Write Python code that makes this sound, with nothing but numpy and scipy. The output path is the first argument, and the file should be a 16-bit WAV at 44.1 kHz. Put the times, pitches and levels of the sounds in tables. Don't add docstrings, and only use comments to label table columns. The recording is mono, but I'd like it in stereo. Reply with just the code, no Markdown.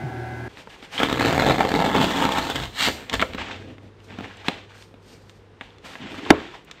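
import sys
import numpy as np
from scipy import signal
from scipy.fft import rfft, irfft
from scipy.io import wavfile
from scipy.ndimage import uniform_filter1d

SR = 44100
rng = np.random.default_rng(int(sys.argv[2]) if len(sys.argv) > 2 else 0)


def store_wav(level_fs):
    pcm = np.round(np.clip(np.atleast_2d(level_fs), -1, 1) * 32767)
    wavfile.write(sys.argv[1], SR, pcm.T.astype(np.int16))


N = 299876
T = np.arange(N) / SR

# frequency in Hz, mean level in dB rms.
ENGINE_TONES = [(78.7, -45), (118.2, -39.5), (138.4, -49.5), (236.5, -48), (354.5, -45), (380, -47.5),
                (673, -53.5), (754.5, -42.5), (827, -51.5), (1362, -55.5), (1513, -49), (1567, -68),
                (1620, -48.5), (1674, -53), (2051, -53)]
# frequency in Hz, relative level in dB.
CAR_COLOUR = [(18, -94), (30, -38), (62, -26), (122, -7.5), (171, -12.5), (320, -5.5), (364, -7),
              (485, -18.5), (774, -9), (1200, -25.5), (1650, -15), (1780, -24), (2030, -22), (2990, -30.5),
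              (15000, -53.5)]
# frequency in Hz, relative level in dB.
AIR_COLOUR = [(25, -2), (49, 7), (80, -2.5), (150, 1), (260, -4), (350, -2), (460, 0.5), (650, -12),
              (950, -10.5), (1300, -14), (3600, -23), (9000, -41.5), (15000, -57)]
# frequency in Hz, level in dB before the swell.
HUM_TONES = [(100, -50)]
# time in seconds, gain in dB.
HUM_SWELL = [(0.4, -14), (3.2, -34), (3.8, -1), (6.1, -6), (6.5, -26.5), (6.8, -21)]
# frequency in Hz, t60 in seconds.
ROOM_DECAY = [(80, 0.083), (300, 0.4), (1500, 0.16), (4000, 0.33), (12000, 0.53)]
# start in seconds, length in seconds, then relative levels
# in dB of rubbing, hiss and panel drumming, and swell over the stroke in dB.
STROKES = [(0.498, 0.1, -46.5, -52, -48, 5.5), (0.703, 0.055, -42.5, -48.5, -52, 0),
           (0.828, 0.023, -42.5, -50, -52, 1), (0.927, 0.12, -33.5, -37.5, -39, 8),
           (2.897, 0.26, -40, -58, -36, -7), (3.259, 0.08, -47, -73, -37, 14.5),
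           (3.394, 0.13, -31, -51, -31.5, -0.5), (3.564, 0.17, -51, -61, -36, -1),
           (3.833, 0.026, -56, -58, -36.5, -1), (4, 0.019, -57, -67, -68, -2),
           (4.046, 0.014, -66, -53, -69, -10), (4.103, 0.11, -45.5, -61, -36.5, -4),
           (4.204, 0.038, -42.5, -54, -37.5, 5), (4.274, 0.14, -45.5, -60, -51, 10),
           (4.465, 0.01, -33, -44, -38, -2), (4.522, 0.087, -40.5, -71, -41.5, -3),
           (4.705, 0.032, -48.5, -59, -63, 0), (4.758, 0.064, -52, -48, -71, 4.5),
           (5.03, 0.11, -56.5, -51.5, -47, 6.5), (5.224, 0.16, -68, -58.5, -68, -3),
           (5.624, 0.14, -51, -63, -66, -13), (5.858, 0.091, -40, -45, -43, -3.5),
           (6.015, 0.063, -37, -64, -42, 3), (6.109, 0.058, -39.5, -46.5, -37.5, -3),
           (6.191, 0.11, -35.5, -51, -38, 7), (6.35, 0.14, -39.5, -57, -60, -1),
           (6.527, 0.02, -45.5, -58, -70, 11.5), (6.678, 0.3, -50, -80, -79, -1)]
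# frequency in Hz, relative level in dB.
RUB_COLOUR = [(290, -16), (500, -6), (801, 1.5), (1180, -4.5), (1680, -0.5), (2960, -1.5), (3550, -4),
              (4980, -17), (7970, -24), (9000, -67), (11700, -95), (19800, -120)]
HISS_COLOUR = [(2500, -4.5), (4500, 4), (7500, -4), (10000, -4.5), (13000, -13), (16000, -33)]
DRUM_COLOUR = [(53, -26), (90, -1), (135, -10.5), (280, -6.5), (361, -11), (497, -12.5), (800, -23),
               (1040, -61), (1760, -120)]
# time in seconds, relative crack level in dB,
# crack centre in Hz, relative thud level in dB.
TAPS = [(0.572, -26.5, 2380, -32), (0.673, -26, 1010, -31), (0.827, -28, 2200, -31),
        (0.982, -16, 2700, -46), (1.0325, -6, 2380, -8), (3.335, -19.5, 2530, -49), (3.347, -21, 2410, -17),
        (3.782, -32.5, 1760, -32), (4.003, -40, 2920, -59), (4.187, -26, 1810, -18),
        (4.208, -34, 1300, -19), (4.258, -30, 2200, -30), (4.371, -36, 4500, -59), (4.4837, -2, 2530, -8.5),
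        (4.496, -37, 2600, -17), (4.824, -29, 3200, -59), (4.941, -37, 1990, -35),
        (5.296, -28.5, 3360, -58), (5.6108, -17, 1850, -33), (5.615, -25, 1340, -44),
        (5.784, -35.5, 3300, -40), (5.845, -39, 1400, -34), (5.9545, -21.5, 1680, -28),
        (6.648, -41, 7800, -74), (6.713, -19.5, 3400, -65)]
# time in seconds, relative crack level in dB,
# crack centre in Hz, relative thud level in dB.
END_CRACKS = [(3.097, -11.5, 3200, -44), (3.1305, -11, 3100, -41), (3.142, -17, 3000, -33),
              (3.153, -12, 2720, -41), (3.196, -7.5, 1940, -31), (3.2041, -10.5, 2320, -21),
              (3.215, -9, 2500, -34), (3.2243, -2, 1450, -10), (3.2257, -6.5, 970, -25)]
# time in seconds,
# relative crack level in dB, crack centre in Hz, relative thud level in dB.
THUMP = [(6.3042, 7.5, 1700, 2), (6.3056, 9.5, 2100, -1.5), (6.3068, -0.5, 1040, 3)]
# frequency in Hz, relative level in dB.
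THUD_COLOUR = [(40, -28), (90, -9.5), (170, 4), (260, 5), (340, -3), (480, -6), (740, -8.5), (1200, -16.5),
               (3000, -16.5), (9000, -45)]
CLATTER_COLOUR = [(80, -9), (250, -12.5), (500, 14), (900, 6), (1300, -2.5), (2200, -19), (4000, -28),
                  (9000, -45)]
# frequency in Hz, gain in dB.
PAPER_SURFACE = [(1000, -2.5), (3900, -1), (4900, -10), (7500, 2), (14000, -2)]
# frequency in Hz, relative level in dB, t60 in seconds.
BOX_MODES = [(75.4, -25, 0.4), (120, -69, 0.077), (186, -29, 0.15), (275.5, -23.5, 0.072),
             (322, -29.5, 0.14), (463, -28.5, 0.12), (776, 0, 0.0049), (990, -31, 0.011),
             (1318, -15, 0.028), (1676, -11.5, 0.02), (2150, -8.5, 0.01), (3300, -33, 0.0017),
             (3490, -15, 0.019)]
# time in seconds, relative levels in dB of popping board and of fibres.
PULL = [(0.921, -57, -40), (0.975, -33, -32), (1.0, -21.5, -32.5), (1.17, -22, -30), (1.254, -15.5, -26),
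        (1.316, -21.5, -25), (1.51, -14.5, -31), (1.57, -28, -21), (1.6, -16.5, -45), (1.696, -28.5, -24),
        (1.736, -25, -39), (1.876, -18, -32), (1.925, -22, -28), (1.953, -11.5, -34), (2.032, -20.5, -20.5),
        (2.138, -21, -26.5), (2.228, -18, -20.5), (2.28, -24, -35), (2.315, -27, -20.5), (2.365, -18, -26),
        (2.43, -25.5, -25.5), (2.638, -30, -28), (2.72, -52, -49)]
# frequency in Hz, relative level in dB.
BOARD_COLOUR = [(25, 16), (55, -13.5), (110, 4.5), (180, 1), (300, 3), (600, 2.5), (760, -4.5),
                (1100, -2.5), (2200, -5), (3600, -9), (5400, -80), (7500, -39), (11500, -24), (15500, -54)]
FIBRE_COLOUR = [(200, -8), (500, -10), (1170, -5), (1700, -2), (2450, -3), (3100, -0.5), (3700, -10),
                (4400, -11), (5400, -15), (7500, -13.5), (9500, -23), (12000, -21.5), (15500, -32)]
# time in seconds, relative level in dB, length of the run in seconds, pitch of the freed wall in Hz.
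JERKS = [(1.002, -4, 0.02, 1080), (1.032, -2, .004, 1290), (1.06, -14, 0.013, 1500),
         (1.0992, -9.5, 0.011, 1140), (1.127, -5, .004, 1260), (1.142, -12, .004, 1650),
         (1.16, -19, 0.014, 866), (1.1966, -5.5, 0.018, 2070), (1.2164, -6.5, 0.013, 740),
         (1.2474, -7.5, 0.0036, 2600), (1.2583, -3.5, 0.015, 1280), (1.2829, -7, 0.034, 754),
         (1.3265, -6.5, 0.014, 696), (1.3786, -7, 0.0096, 730), (1.397, -3.5, 0.016, 1570),
         (1.4218, -3, 0.012, 680), (1.466, -5.5, 0.016, 790), (1.487, -5, .004, 1020),
         (1.5003, -5, 0.023, 740), (1.544, -10, 0.0044, 736), (1.56, -17, .004, 750),
         (1.583, -7, 0.0028, 800), (1.592, -7, .004, 864), (1.6068, -0.5, 0.0036, 800),
         (1.617, -10.5, 0.022, 920), (1.6502, -5, 0.0068, 540), (1.672, -13.5, .004, 900),
         (1.689, -12, .004, 800), (1.707, -12.5, .004, 790), (1.717, -5.5, 0.011, 503),
         (1.7401, -3.5, 0.034, 840), (1.791, -5.5, 0.0063, 730), (1.802, -5.5, .004, 925),
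         (1.814, -6.5, 0.013, 890), (1.842, -8, .004, 860), (1.850, -8.5, .004, 806),
         (1.8624, -5, 0.0095, 860), (1.9519, -3.5, 0.0064, 880), (1.9689, -10, 0.024, 930),
         (2.001, -8.5, 0.0051, 930), (2.014, -3.5, 0.018, 950), (2.0424, -5.5, .004, 970),
         (2.2415, -12, 0.005, 640), (2.252, -4, .004, 1340), (2.264, -14, .004, 1100),
         (2.2908, -8.5, .002, 1090), (2.3213, -13.5, .002, 865), (2.3746, -10, 0.023, 970),
         (2.4993, -12.5, 0.011, 764), (2.557, -15, 0.0018, 700), (2.865, -9, .002, 1730),
         (2.876, -6, .002, 1000), (2.8854, -7.5, .002, 905)]
# time in seconds, pops per second.
POP_RATE = [(1.0, 95), (1.8, 105), (2.1, 260), (2.4, 300), (2.65, 170)]
# time in seconds, then the frequencies in Hz of the
SLIT = [(1.0, 1190, 4350, 115, 3240), (1.12, 905, 4000, 109, 4040), (1.3, 717.2, 3300, 108, 3930),
        (1.6, 768, 2570, 143, 4150), (2.0, 880, 2300, 193, 3500), (2.3, 903, 2020, 172, 3640),
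        (2.8, 720, 2530, 79, 3970)]
# time in seconds, gain in dB.
VOICE_LEVEL = [(.9, -11), (1.6, 6.5), (2.1, -3), (2.27, 9.5), (2.45, 1.5), (2.7, -0.5), (3.6, -20)]
# time in seconds, relative levels in dB of panel and pumped air.
LID = [(.98, -55, -48), (1.15, -34, -38), (1.28, -22, -41), (1.5, -24.5, -29), (1.68, -35, -38),
       (1.77, -25.5, -28), (1.9, -29, -37), (2.03, -18.5, -38), (2.14, -32.5, -35), (2.24, -24, -41),
       (2.36, -43, -30), (2.62, -35.5, -26), (2.75, -46, -35)]
# time in seconds, relative levels in dB of popping and pumped air.
FLEXES = [(2.885, -21.5, -29), (3.138, -21.5, -20), (3.217, -26.5, -31.5), (3.349, -42, -24),
          (3.42, -58, -41)]
# start in seconds, length in seconds,
# pitch of its hollow in Hz, relative level in dB.
DRAGS = [(6.008, 0.058, 220, -35.5), (6.115, .03, 317, -37), (6.187, 0.052, 298, -34),
         (6.268, .035, 380, -31.5)]
# frequency in Hz, relative level in dB.
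SHUDDER_COLOUR = [(40, -14), (75, -6), (130, -7), (220, 0), (330, 4.5), (450, 0), (650, -14), (1100, -7),
                  (1900, -14), (8000, -59)]
# frequency in Hz, filter gain in dB.
SIDE_PICKUP = [(50, -37), (250, -26), (600, -22), (1200, -17), (2000, -19.5), (2700, -16.5), (3700, -6.5),
               (5500, 0), (8000, -3), (10500, 7.5), (15000, 5.5)]
# frequency in Hz, gain in dB.
PORT_DIP = [(8000, -2.5), (9200, -4), (10200, -18.5), (11500, -6), (13000, -1.5)]
# time in seconds, samples by which the left port lags,
# left minus right in dB.
BEARING = [(0.5, -1.2, 1.1), (1.25, -1.4, .5), (1.75, -.8, .6), (2.25, 0, .2), (2.8, 1.3, -1),
           (3.3, 1, -.4), (4.6, .8, -.2), (5.2, -.9, .3), (5.7, 0, 1.2), (6.2, 0, 0)]

CAR_ENDS_S, CAR_DB, ROOM_AIR_DB = 0.481, -37, -51
STROKE_ATTACK_S, STROKE_RELEASE_S = 0.032, 0.072
BRIDGES_PER_S, RUN_LOSS_DB, RUN_SPREAD_DB = 92, -3, 4
FLAP_DB, FLAP_DECAY_S = -7.5, 0.0016
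CHIP_DB, CHIP_DECAY_S = -15, 0.0018
SUCTION_DB, SUCTION_S = -12, 0.00082
POPS_DB, CRACKLE_DB, SPLINTERS_DB, END_CRACKLE_DB = -4, -7, -9, -6
RIP_S, RIP_LENGTH_S, RIP_DB = 2.822, 0.047, -17.5
RIP_LEAD_S, RIP_ATTACK_S, RIP_RELEASE_S = 0.028, 0.024, 0.024
OVERTONE_RATIO, OVERTONE_DB = 2.48, -11.5


def from_db(db):
    return 10 ** (np.asarray(db) / 20)


def rms_one(x):
    return x / np.sqrt(np.mean(x ** 2) + 1e-20)


def gains(rows):
    s, *columns = np.transpose(rows)
    inside = (T >= s[0]) * (T <= s[-1])
    return [from_db(np.interp(T, s, column)) * inside for column in columns]


def at_hz(points, hz):
    f, value = np.transpose(points)
    return np.interp(np.log(hz), np.log(f), value)


def response(points, size=4096):
    hz = np.maximum(np.arange(size // 2 + 1) * SR / size, 1)
    cepstrum = irfft(np.log(from_db(at_hz(points, hz))))
    cepstrum[1:size // 2] *= 2
    cepstrum[size // 2 + 1:] = 0
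    return irfft(np.exp(rfft(cepstrum)))


def through(x, ir):
    return signal.oaconvolve(x, ir)[:N]


def drift(rate):
    knots = rng.standard_normal(int(N / SR * 400) + 2)
    return np.interp(T * rate, np.arange(len(knots)), knots)


def noise(colour):
    return rms_one(through(rng.standard_normal(N), response(colour)))


def grains(per_s, spread_db):
    sizes = from_db(spread_db * np.minimum(rng.exponential(1, N), 4))
    return (rng.random(N) < per_s / SR) * sizes * rng.choice([-1, 1], N)


def add(out, s, sound, db):
    i = int(s * SR)
    out[i:i + len(sound)] += (from_db(db) * sound)[:N - i]


def envelope(s, hold_s, attack_s, release_s, swell_db=0):
    outside = np.maximum(s - T, 0) / attack_s + np.maximum(T - s - hold_s, 0) / release_s
    swell = swell_db * (np.clip((T - s) / hold_s, 0, 1) - .5)
    return from_db(swell - 20 * np.minimum(outside, 10))


def moving_band(x, hz, width_hz, size=256):
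    r, out, state = np.exp(-np.pi * width_hz / SR), np.zeros(N), np.zeros(2)
    zeros = np.array([1, 0, -1]) * (1 - r * r) / 2
    for i in range(0, N, size):
        poles = [1, -2 * r * np.cos(2 * np.pi * hz[i] / SR), r * r]
        out[i:i + size], state = signal.lfilter(zeros, poles, x[i:i + size], zi=state)
    return out


def fixed_band(x, hz, width_hz):
    return moving_band(x, np.full(N, hz), width_hz)


def swing(s, hz, db, t60):
    t = np.maximum(T - s, 0)
    onset = 1 - np.exp(-2 * hz * t)
    decay = np.exp(-np.log(1000) * np.minimum(t / t60, 10))
    return from_db(db) * np.sin(2 * np.pi * hz * t) * onset * decay


def idling_car():
    engine = 0
    for hz, db in ENGINE_TONES:
        level = from_db(db + 3.6 * drift(14.65)) * np.sqrt(2)
        engine = engine + level * np.sin(2 * np.pi * (hz * T + rng.random()) + 0.18 * drift(9.9))
    bump = swing(0.035, hz=135, db=-16, t60=0.12)
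    return engine + from_db(CAR_DB) * noise(CAR_COLOUR) + bump


def quiet_room():
    hum = sum(from_db(db) * np.sqrt(2) * np.sin(2 * np.pi * hz * T) for hz, db in HUM_TONES)
    whir = rms_one(fixed_band(noise(AIR_COLOUR), 473, width_hz=11))
    return from_db(ROOM_AIR_DB) * noise(AIR_COLOUR) + hum * gains(HUM_SWELL)[0] + from_db(-67.5) * whir


def background():
    indoors = np.clip((T - CAR_ENDS_S) / 0.0036 + .5, 0, 1)
    return idling_car() * (1 - indoors) + quiet_room() * indoors


def room(x, size=26000):
    t, edges = np.arange(size) / SR, np.geomspace(50, 16000, 9)
    tail = 0
    for low, high in zip(edges, edges[1:]):
        band_filter = signal.butter(2, [low, high], "band", fs=SR, output="sos")
        band = signal.sosfilt(band_filter, rng.standard_normal(size))
        tail = tail + band * np.exp(-np.log(1000) * t / at_hz(ROOM_DECAY, np.sqrt(low * high)))
    tail = tail * np.clip((t - .003) / 0.0017, 0, 1)
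    return through(x, tail / np.linalg.norm(tail))


def splinters(per_s, cycles, low_hz, high_hz, count=16):
    out = 0
    for hz in np.geomspace(low_hz, high_hz, count):
        r, w = from_db(-60 * hz / (cycles * SR)), 2 * np.pi * hz / SR
        breaks = grains(per_s / count, spread_db=3.5) + 1e-18
        out = out + signal.lfilter([1, 0, -1], [1, -2 * r * np.cos(w), r * r], breaks) * np.sqrt(hz)
    return rms_one(out)


def sliding():
    rub, hiss, drum = sum(
        from_db(levels)[:, None] * envelope(s, length_s, STROKE_ATTACK_S, STROKE_RELEASE_S, swell)
        for s, length_s, *levels, swell in STROKES)
    grip = from_db(2 * drift(60) + 1.3 * drift(20))
    rub_grains = rms_one(through(grains(per_s=7700, spread_db=1.5), response(RUB_COLOUR)))
    hiss_grains = rms_one(through(grains(per_s=7000, spread_db=1.5), response(HISS_COLOUR)))
    scuffs = splinters(per_s=160, cycles=14, low_hz=800, high_hz=3400)
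    scuffs = signal.sosfilt(signal.butter(4, 4600, fs=SR, output="sos"), scuffs)
    out = rub * (from_db(-2) * rub_grains + from_db(-7) * scuffs)
    out += from_db(-5.5) * hiss * hiss_grains
    return grip * (out + from_db(-6.0) * drum * noise(DRUM_COLOUR))


def box(colour, ring_db, size=8192):
    t = np.arange(size) / SR
    modes = sum(from_db(db - 60 * t / t60) * np.cos(2 * np.pi * hz * t) for hz, db, t60 in BOX_MODES)
    ir = from_db(ring_db) * modes
    ir[0] += 1
    return signal.fftconvolve(ir, response(colour))[:size]


def contact(colour, crumple_s, spray_share=0.28, size=2048):
    t = np.arange(size) / SR
    spray = rng.standard_normal(size) * np.exp(-t / crumple_s) * (t > .0006) * spray_share
    spray[0] = 1
    return signal.fftconvolve(spray, colour / np.abs(colour).max())


def knocks(rows, crumple_s):
    out, thud, t = np.zeros(N), box(THUD_COLOUR, ring_db=-31.5), np.arange(4096) / SR
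    surface, lid = response(PAPER_SURFACE), response(CLATTER_COLOUR)
    for s, crack_db, hz, thud_db in rows:
        colour = [(hz / 12, -24), (hz / 2, -5), (hz, 0), (hz * 1.7, -3), (hz * 2.6, -21), (hz * 7, -44)]
        crack = signal.fftconvolve(box(colour, ring_db=-24), surface)
        crack = from_db(1) * contact(crack, crumple_s, spray_share=.13)
        clatter = signal.fftconvolve(rng.standard_normal(len(t)) * np.exp(-t / 0.014), lid)
        clatter *= np.linalg.norm(crack) / np.linalg.norm(clatter)
        add(out, s, crack, crack_db)
        add(out, s, clatter, (crack_db + thud_db) / 2 - 6)
        add(out, s, -contact(thud, crumple_s / 2), thud_db)
    return out


def snap(board, fibre, flap_hz, size=1024):
    t = np.arange(size) / SR
    crack = from_db(-5) * contact(board, crumple_s=.0023)
    crack += from_db(rng.uniform(-15, -8.5)) * contact(fibre, crumple_s=.002)
    chip_hz = rng.uniform(1700, 4300)
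    flap = from_db(FLAP_DB) * np.sin(2 * np.pi * flap_hz * t) * np.exp(-t / FLAP_DECAY_S)
    chip = from_db(CHIP_DB) * np.sin(2 * np.pi * chip_hz * t) * np.exp(-t / CHIP_DECAY_S)
    suction = np.exp(-(t / SUCTION_S - 2) ** 2)
    refill = t * np.exp(-t / .0022)
    refill *= suction.sum() / refill.sum()
    crack[:size] += flap + chip - from_db(SUCTION_DB) * (suction - refill)
    return crack


def jerks(board, fibre):
    snaps = np.zeros(N)
    for s, db, run_s, flap_hz in JERKS:
        add(snaps, s, snap(board, fibre, flap_hz), db)
        steps, sizes = rng.standard_normal((2, 5))
        delays = np.cumsum(np.exp(.15 * steps) / BRIDGES_PER_S)
        for delay, size in zip(delays, sizes):
            reached = np.clip((run_s - delay) * BRIDGES_PER_S + .5, 0, 1)
            weaker = reached * snap(board, fibre, flap_hz * rng.uniform(0.52, 1.45))
            add(snaps, s + delay, weaker, db + RUN_LOSS_DB + RUN_SPREAD_DB * min(size, .5))
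    return snaps


def popping(board, fibre, jitter, spread_db, count=560):
    start_s = PULL[0][0]
    out, s = np.zeros(N), start_s
    for step, size, pitch in rng.standard_normal((count, 3)):
        per_s = np.interp(s, *np.transpose(POP_RATE))
        s = min(s + np.exp(jitter * step) / per_s, T[-1])
        pop = snap(board, fibre, 950 * np.exp(.35 * pitch)) / np.sqrt(per_s)
        add(out, s, pop, spread_db * np.clip(size, -2, 1))
    return out / np.std(out[int(start_s * SR):int(s * SR)])


def crackling(fibre, fibre_gain, breaks):
    strain = signal.lfilter([.02], [1, -.98], np.abs(breaks)) ** 1.3
    strain = strain / (uniform_filter1d(strain, size=4000) + 1e-5)
    fine = from_db(CRACKLE_DB) * rms_one(through(grains(per_s=4400, spread_db=0.0), fibre))
    coarse = splinters(per_s=500, cycles=41, low_hz=1103, high_hz=4100)
    bite = from_db(-26) * envelope(0.98, 0.057, attack_s=0.003, release_s=0.054)
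    return (fine + from_db(SPLINTERS_DB) * coarse) * fibre_gain * strain + bite * coarse


def ripping(fibre):
    rip = through(grains(per_s=14000, spread_db=1.5), fibre)
    rip = rms_one(rip + from_db(2) * fixed_band(rip, 3850, width_hz=590))
    lead = from_db(-5) * envelope(RIP_S - RIP_LEAD_S, RIP_LEAD_S, attack_s=0.056, release_s=RIP_RELEASE_S)
    main = envelope(RIP_S, RIP_LENGTH_S, RIP_ATTACK_S, RIP_RELEASE_S)
    flutter = from_db(2.2 * drift(330))
    return from_db(RIP_DB) * rip * flutter * np.maximum(lead, main)


def slit_resonances(tear):
    s, voice_hz, hollow_hz, _, edge_hz = np.transpose(SLIT)
    voice_hz = np.interp(T, s, voice_hz)
    overtone_hz = OVERTONE_RATIO * voice_hz * np.exp(.05 * drift(14))
    voice = moving_band(tear, voice_hz, width_hz=130)
    voice = voice + from_db(OVERTONE_DB) * moving_band(tear, overtone_hz, width_hz=180)
    hollow = moving_band(tear, np.interp(T, s, hollow_hz), width_hz=180)
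    edge = moving_band(tear, np.interp(T, s, edge_hz) * np.exp(0.12 * drift(9)), width_hz=380)
    slit = tear + gains(VOICE_LEVEL)[0] * voice - hollow + from_db(-0.5) * edge
    return slit - from_db(-7) * fixed_band(slit, 630, width_hz=39)


def lid_motion():
    lid_gain, air_gain = gains(LID)
    puffs = sum(from_db(db) * envelope(s, hold_s=0.047, attack_s=.02, release_s=0.083) for s, _, db in FLEXES)
    air = noise([(25, -11), (50, -2.5), (75, -1.5), (110, -16), (200, -31.5), (600, -74)])
    s, _, _, deep_hz, _ = np.transpose(SLIT)
    drumming = moving_band(grains(per_s=270, spread_db=1.5), np.interp(T, s, deep_hz), width_hz=36)
    return lid_gain * rms_one(drumming) + from_db(-9.5) * (puffs + air_gain) * air


def tearing():
    board, fibre = box(BOARD_COLOUR, ring_db=-17.5), box(FIBRE_COLOUR, ring_db=-43)
    pop_gain, fibre_gain = gains(PULL)
    flex = sum(from_db(db) * envelope(s, hold_s=0.003, attack_s=0.032, release_s=0.02) for s, db, _ in FLEXES)
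    pops = popping(board, fibre, jitter=.25, spread_db=2.0) * (from_db(POPS_DB) * pop_gain + flex)
    breaks = jerks(board, fibre) + pops
    crackle = crackling(fibre, fibre_gain + from_db(END_CRACKLE_DB) * flex, breaks)
    return slit_resonances(breaks + crackle + ripping(fibre)) + lid_motion()


def tipping():
    scrape = noise(DRUM_COLOUR)
    drags = 0
    for s, length_s, hz, db in DRAGS:
        hollow = rms_one(fixed_band(scrape, hz, width_hz=110))
        drags = drags + from_db(db) * hollow * envelope(s, length_s, attack_s=0.02, release_s=0.031)
    settling = envelope(THUMP[-1][0], 0.0034, attack_s=.002, release_s=0.15)
    return drags + from_db(-22) * noise(SHUDDER_COLOUR) * settling


def thumping():
    blow_s = THUMP[-1][0]
    panel = swing(blow_s, hz=311, db=13.5, t60=0.025)
    table = swing(blow_s, hz=81, db=-18, t60=0.15)
    return knocks(THUMP, crumple_s=0.0027) + panel + table


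def scene():
    tear, rub = tearing(), sliding() + tipping()
    cracks, taps = knocks(END_CRACKS, crumple_s=0.0033), knocks(TAPS, crumple_s=0.003)
    thump = thumping()
    near = tear + rub + cracks + taps + thump
    send = from_db(-7.0) * tear + from_db(-8.0) * rub
    send = send + from_db(-12.5) * cracks + from_db(-14.5) * taps + from_db(-33) * thump
    mid = through(near + room(send), response(PORT_DIP)) + background()
    scatter = rng.standard_normal(512) * np.exp(-np.arange(512) / SR / .004)
    scatter = scatter / np.linalg.norm(scatter)
    across = from_db(-8.0) * through(near, scatter) + from_db(-5.0) * room(send)
    side = through(across + from_db(ROOM_AIR_DB + 15.0) * noise(AIR_COLOUR), response(SIDE_PICKUP))
    s, lag, pan_db = np.transpose(BEARING)
    delay = -.5 * np.interp(T, s, lag) * np.gradient(near)
    shaded = signal.sosfilt(signal.butter(1, 300, "high", fs=SR, output="sos"), near)
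    side = side + delay + .5 * (from_db(np.interp(T, s, pan_db)) - 1) * shaded
    return np.array([mid + side, mid - side])


def record(dry):
    dry = signal.sosfilt(signal.butter(2, 46, "high", fs=SR, output="sos"), dry)
    top_cut = signal.ellip(10, .1, 80, 15700, fs=SR, output="sos")
    return signal.sosfilt(top_cut, np.clip(dry, -1, 1))


dry = scene()
out = record(dry)
store_wav(out)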